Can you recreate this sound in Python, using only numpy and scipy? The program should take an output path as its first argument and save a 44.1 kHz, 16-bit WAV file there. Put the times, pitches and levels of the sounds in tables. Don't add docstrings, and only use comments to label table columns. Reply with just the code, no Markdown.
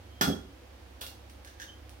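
import sys
import numpy as np
from scipy import signal
from scipy.fft import rfft, irfft
from scipy.io import wavfile
from scipy.ndimage import uniform_filter1d

SR = 44100
rng = np.random.default_rng(int(sys.argv[2]) if len(sys.argv) > 2 else 0)


def int16_out(signal):
    q = np.round(np.clip(np.atleast_2d(signal).T, -1, 1) * 32767)
    wavfile.write(sys.argv[1], SR, q.astype(np.int16))


N = 88200


# [f/Hz, T60/s, level/dB]
ROOM_BANDS = [(102, 0.37, -34), (288, 0.42, 6), (940, 0.39, -1.5), (2960, 0.3, 1.5), (5950, 0.36, 2),
              (14000, 0.27, 5.5)]
ROOM_GAP_S, ROOM_BUILD_S = 0.0013, 0.0018
ROOM_WIDE_HZ, AIR_WIDE_HZ = 455, 556
LEFT_LAG_S, LEFT_MINUS_RIGHT_DB = 0.00038, -2.5
BASS_CUT_HZ, TREBLE_CUT_HZ = 71.5, 15850
CONTACT_RISE_S = 0.00047
GRAIN_ROUGH = 0.7

# [f/Hz, rms level/dB]
HUM_TONES = [(50, -58.5), (66.5, -50), (97, -59)]
HUM_WAVER_DB, HUM_DRIFT_HZ = 1.5, 2.05
# [f/Hz, level per Hz/dB]
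AIR_COLOUR = [(15, -19), (25, -14), (38, -39), (48, -3), (70, -2.5), (111, -16), (127, -25.5), (200, -18.5),
              (344, -14), (427, -25), (489, -15), (624, -22.5), (775, -21), (1020, -26), (3160, -31.5),
              (6210, -38.5), (7310, -43), (13600, -45), (16000, -46)]
AIR_DB = -53.5

# [centre t/s, length/s, f/Hz, level/dB, pitch wander/Hz]
SQUEAKS = [(0.2, 0.17, 3223, -59, 80), (0.332, 0.044, 3312, -39.5, 21), (1.691, 0.044, 3186, -50.5, 150),
           (1.738, .06, 3116, -55, 61)]

# [t/s, level/dB, fade/s]
TICKS = [(1.2964, -50, 0.005), (1.4474, -43.5, 0.0019), (1.894, -41, 0.00079)]
# [f/Hz, level per Hz/dB]
TICK_COLOUR = [(500, -46), (2000, 5), (3600, 3.5), (6000, 3), (7500, -7), (9500, 6), (11000, -8),
               (16000, -5.5)]
TICK_WET_DB = -1.5

# [t/s, level/dB]
TAPS = [(1.447, -11), (1.473, -7.5), (1.5993, -1.5), (1.6175, 0)]
# [f/Hz, level per Hz/dB]
TAP_COLOUR = [(500, -9), (1200, -12), (1700, 12), (2400, -6.5), (3300, 4.5), (4400, -3.5), (6300, 3),
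              (7500, -12.5), (9200, -7), (11000, -16), (16000, -12.5)]
# [f/Hz, level/dB, T60/s]
HOLLOW_MODES = [(1630, 6, 0.19), (1712, -12, 0.081), (1750, -4, 0.1), (2900, -9.5, .1), (3560, -4, .14),
                (6020, -5.5, 0.1)]
TAP_DB, TAP_FADE_S, HOLLOW_DB = -37, 0.0025, -50.5

# [t/s, level/dB, fade/s, treble tilt/(dB per octave), fragment f/Hz, fragment relative level/dB]
CRACKS = [(1.0102, -38.5, 0.0049, 8.5, 9150, -3.5), (1.0144, -37.5, 0.0066, -5, 3360, 5),
          (1.0222, -40.5, 0.0021, 4.5, 9740, -4), (1.038, -46, 0.0052, -6.5, 3640, -6),
          (1.065, -39, 0.004, 2.5, 2807, -0.5)]
# [f/Hz, level per Hz/dB]
CRACK_COLOUR = [(300, -18), (750, -7), (1500, 1), (2200, -5), (3300, 2.5), (4200, 4.5), (5000, 1),
                (6300, -3.5), (7600, -9), (9500, -6.5), (11000, -11.5), (13500, -10), (16000, -15.5)]
FRAGMENT_T60_S = 0.022

# [t/s, level/dB]
THUMPS = [(0.2753, 0), (0.2872, -2.5), (.332, -10), (.413, -24)]
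# [f/Hz, level/dB, T60/s]
TABLE_MODES = [(88, -8.5, 0.28), (171, -4.5, 0.24), (198, -3.5, 0.14), (241.5, -9, 0.22), (276.7, 1.5, 0.3),
               (372, -7, 0.32), (501.7, -10.5, 0.21), (784, -8.5, 0.11)]
# [f/Hz, level per Hz/dB]
THUD_COLOUR = [(30, -51), (60, -40), (150, 0), (330, -1), (600, -6), (1200, -28.5), (3000, -41)]
TABLE_DB, TABLE_WET_DB, THUD_DB, THUD_FADE_S = -27.5, -12, -27, 0.018

# [f/Hz, level per Hz/dB]
KNOCK_COLOUR = [(71, -58), (120, -3.5), (355, -6), (503, -21.5), (805, -6), (1010, -13.5), (1400, -2),
                (2200, -19.5), (3310, -16), (5870, -17.5), (7820, -27.5), (8840, -22), (10800, -35),
                (12000, -27), (16000, -31)]
KNOCK_S, KNOCK_DB, KNOCK_FADE_S = 0.2108, -17.5, 0.0076
# [f/Hz, level/dB, T60/s]
BOWL_MODES = [(1390, 1, 0.22), (1376, -1, 0.061), (1750, -10, 0.17), (2444, -16.5, 0.21), (3346, -5, 0.34),
              (3390, -15.5, 0.51), (4920, -28, 0.16), (5090, -10, .18), (5900, -13.5, .16),
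              (8600, -16, 0.26), (12300, -13, .13), (13660, -10, .13), (15480, -20, .15)]
BOWL_DB, BOWL_WET_DB = -24, -7.5


def undb(db):
    return 10 ** (np.asarray(db) / 20)


def clock():
    return np.arange(N) / SR


def unit(x):
    return x / np.sqrt(np.mean(x ** 2))


def shape(x, gain):
    cepstrum = irfft(np.log(gain))
    cepstrum[1:N // 2] *= 2
    cepstrum[N // 2 + 1:] = 0
    return irfft(rfft(x) * np.exp(rfft(cepstrum)))


def colour(x, points):
    hz, db = np.array(points).T
    f = np.fft.rfftfreq(N, 1 / SR) + 1
    levels = np.interp(np.log(f), np.log(hz), db)
    return shape(x, unit(undb(levels)))


def walk(rate):
    hold = int(SR / rate)
    steps = np.repeat(rng.standard_normal(N // hold + 1), hold)
    smooth = uniform_filter1d(uniform_filter1d(steps, hold), hold)
    return unit(smooth[:N])


def burst(start, fade, rough):
    age = clock() - start
    unevenness = np.repeat(rng.standard_normal(N // 20 + 1), 20)[:N]
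    grains = rng.standard_normal(N) * np.exp(rough * unevenness)
    x = grains * np.clip(age / CONTACT_RISE_S, 0, 1) * np.exp(-np.abs(age) / fade)
    power = uniform_filter1d(np.abs(rfft(x)) ** 2, size=200)
    even = shape(x, power ** -0.5)
    return even * np.sqrt(fade * SR / 2 / np.sum(even ** 2))


def ring(start, modes):
    age = np.maximum(clock() - start, 0)
    x = 0
    for hz, db, t60 in modes:
        fading = np.exp(-np.log(1000) * age / t60)
        x = x + undb(db) * np.sin(2 * np.pi * hz * age) * fading
    return x


def ports(x):
    t = clock()
    lag = round(LEFT_LAG_S * SR) / SR
    left = np.interp(t - lag, t, x)
    return np.array([left, x])


def kitchen():
    t, f = clock(), np.fft.rfftfreq(N, 1 / SR) + 1
    mid, side = rfft(rng.standard_normal((2, N)))
    width = f / np.hypot(f, ROOM_WIDE_HZ)
    noise = (mid + width * np.array([side, -side])) / np.hypot(1, width)
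    centres = np.log([band[0] for band in ROOM_BANDS])
    build = 1 - np.exp(-np.maximum(t - ROOM_GAP_S, 0) / ROOM_BUILD_S)
    echoes = 0
    for share, (hz, t60, db) in zip(np.eye(len(ROOM_BANDS)), ROOM_BANDS):
        envelope = build * np.exp(-np.log(1000) * t / t60)
        band = irfft(noise * np.interp(np.log(f), centres, share))
        echoes = echoes + undb(db) * band * envelope / np.sqrt(np.sum(envelope ** 2))
    return echoes


def place(x, room, wet_db):
    echoes = signal.fftconvolve(x[None], room, axes=1)[:, :N]
    return ports(x) + undb(wet_db) * echoes


def background():
    hum = 0
    for hz, db in HUM_TONES:
        cycles = np.cumsum(hz + HUM_DRIFT_HZ * walk(rate=8.02)) / SR + rng.random()
        level = undb(db + HUM_WAVER_DB * walk(rate=5.02))
        hum = hum + level * np.sqrt(2) * np.sin(2 * np.pi * cycles)
    mid, side = (colour(rng.standard_normal(N), AIR_COLOUR) for _ in range(2))
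    f = np.fft.rfftfreq(N, 1 / SR)
    side = irfft(rfft(side) * f / np.hypot(f, AIR_WIDE_HZ))
    return ports(hum) + undb(AIR_DB) * (mid + np.array([side, -side]))


def squeaks(room):
    t, x = clock(), 0
    for centre, length, hz, db, wander_hz in SQUEAKS:
        phase = 2 * np.pi * np.cumsum(hz + wander_hz * walk(rate=300)) / SR
        level = undb(db + 3.3 * walk(rate=120))
        swell = np.exp(-(2 * (t - centre) / length) ** 2)
        x = x + level * np.sin(phase) * swell
    return place(x, room, wet_db=-9)


def shell_ticks(room):
    x = sum(undb(db) * burst(start, fade, GRAIN_ROUGH) for start, db, fade in TICKS)
    return place(colour(x, TICK_COLOUR), room, TICK_WET_DB)


def shell_taps(room):
    x = 0
    for start, db in TAPS:
        tap = undb(TAP_DB) * colour(burst(start, TAP_FADE_S, GRAIN_ROUGH), TAP_COLOUR)
        hollow = undb(HOLLOW_DB) * ring(start, HOLLOW_MODES)
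        x = x + undb(db) * (tap + hollow)
    return place(x, room, wet_db=1.5)


def shell_cracks(room):
    x = 0
    for start, db, fade, tilt, hz, ring_db in CRACKS:
        tilted = [(f, level + tilt * np.log2(f)) for f, level in CRACK_COLOUR]
        snap = colour(burst(start, fade, GRAIN_ROUGH), tilted)
        fragment = ring(start, [(hz, ring_db, FRAGMENT_T60_S)])
        x = x + undb(db) * (snap + fragment)
    return place(x, room, wet_db=1.0)


def rocking(room):
    x = 0
    for start, db in THUMPS:
        table = undb(TABLE_DB) * ring(start, TABLE_MODES)
        thud = undb(THUD_DB) * colour(burst(start, THUD_FADE_S, rough=0.52), THUD_COLOUR)
        x = x + undb(db) * (table + thud)
    return place(x, room, TABLE_WET_DB)


def knock(room):
    crack = undb(KNOCK_DB) * colour(burst(KNOCK_S, KNOCK_FADE_S, rough=0.38), KNOCK_COLOUR)
    bowl = undb(BOWL_DB) * ring(KNOCK_S, BOWL_MODES)
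    return place(crack, room, wet_db=1.0) + place(bowl, room, BOWL_WET_DB)


def scene():
    room = kitchen()
    mix = background() + squeaks(room) + shell_ticks(room) + shell_taps(room)
    mix = mix + shell_cracks(room) + rocking(room) + knock(room)
    balance_db = np.array([[LEFT_MINUS_RIGHT_DB], [-LEFT_MINUS_RIGHT_DB]]) / 2
    return mix * undb(balance_db)


def record(dry):
    bass_cut = signal.butter(2, BASS_CUT_HZ, "high", fs=SR, output="sos")
    treble_cut = signal.ellip(10, 0.2, 70, TREBLE_CUT_HZ, fs=SR, output="sos")
    return signal.sosfilt(treble_cut, signal.sosfilt(bass_cut, dry))


dry = scene()
out = record(dry)
int16_out(out)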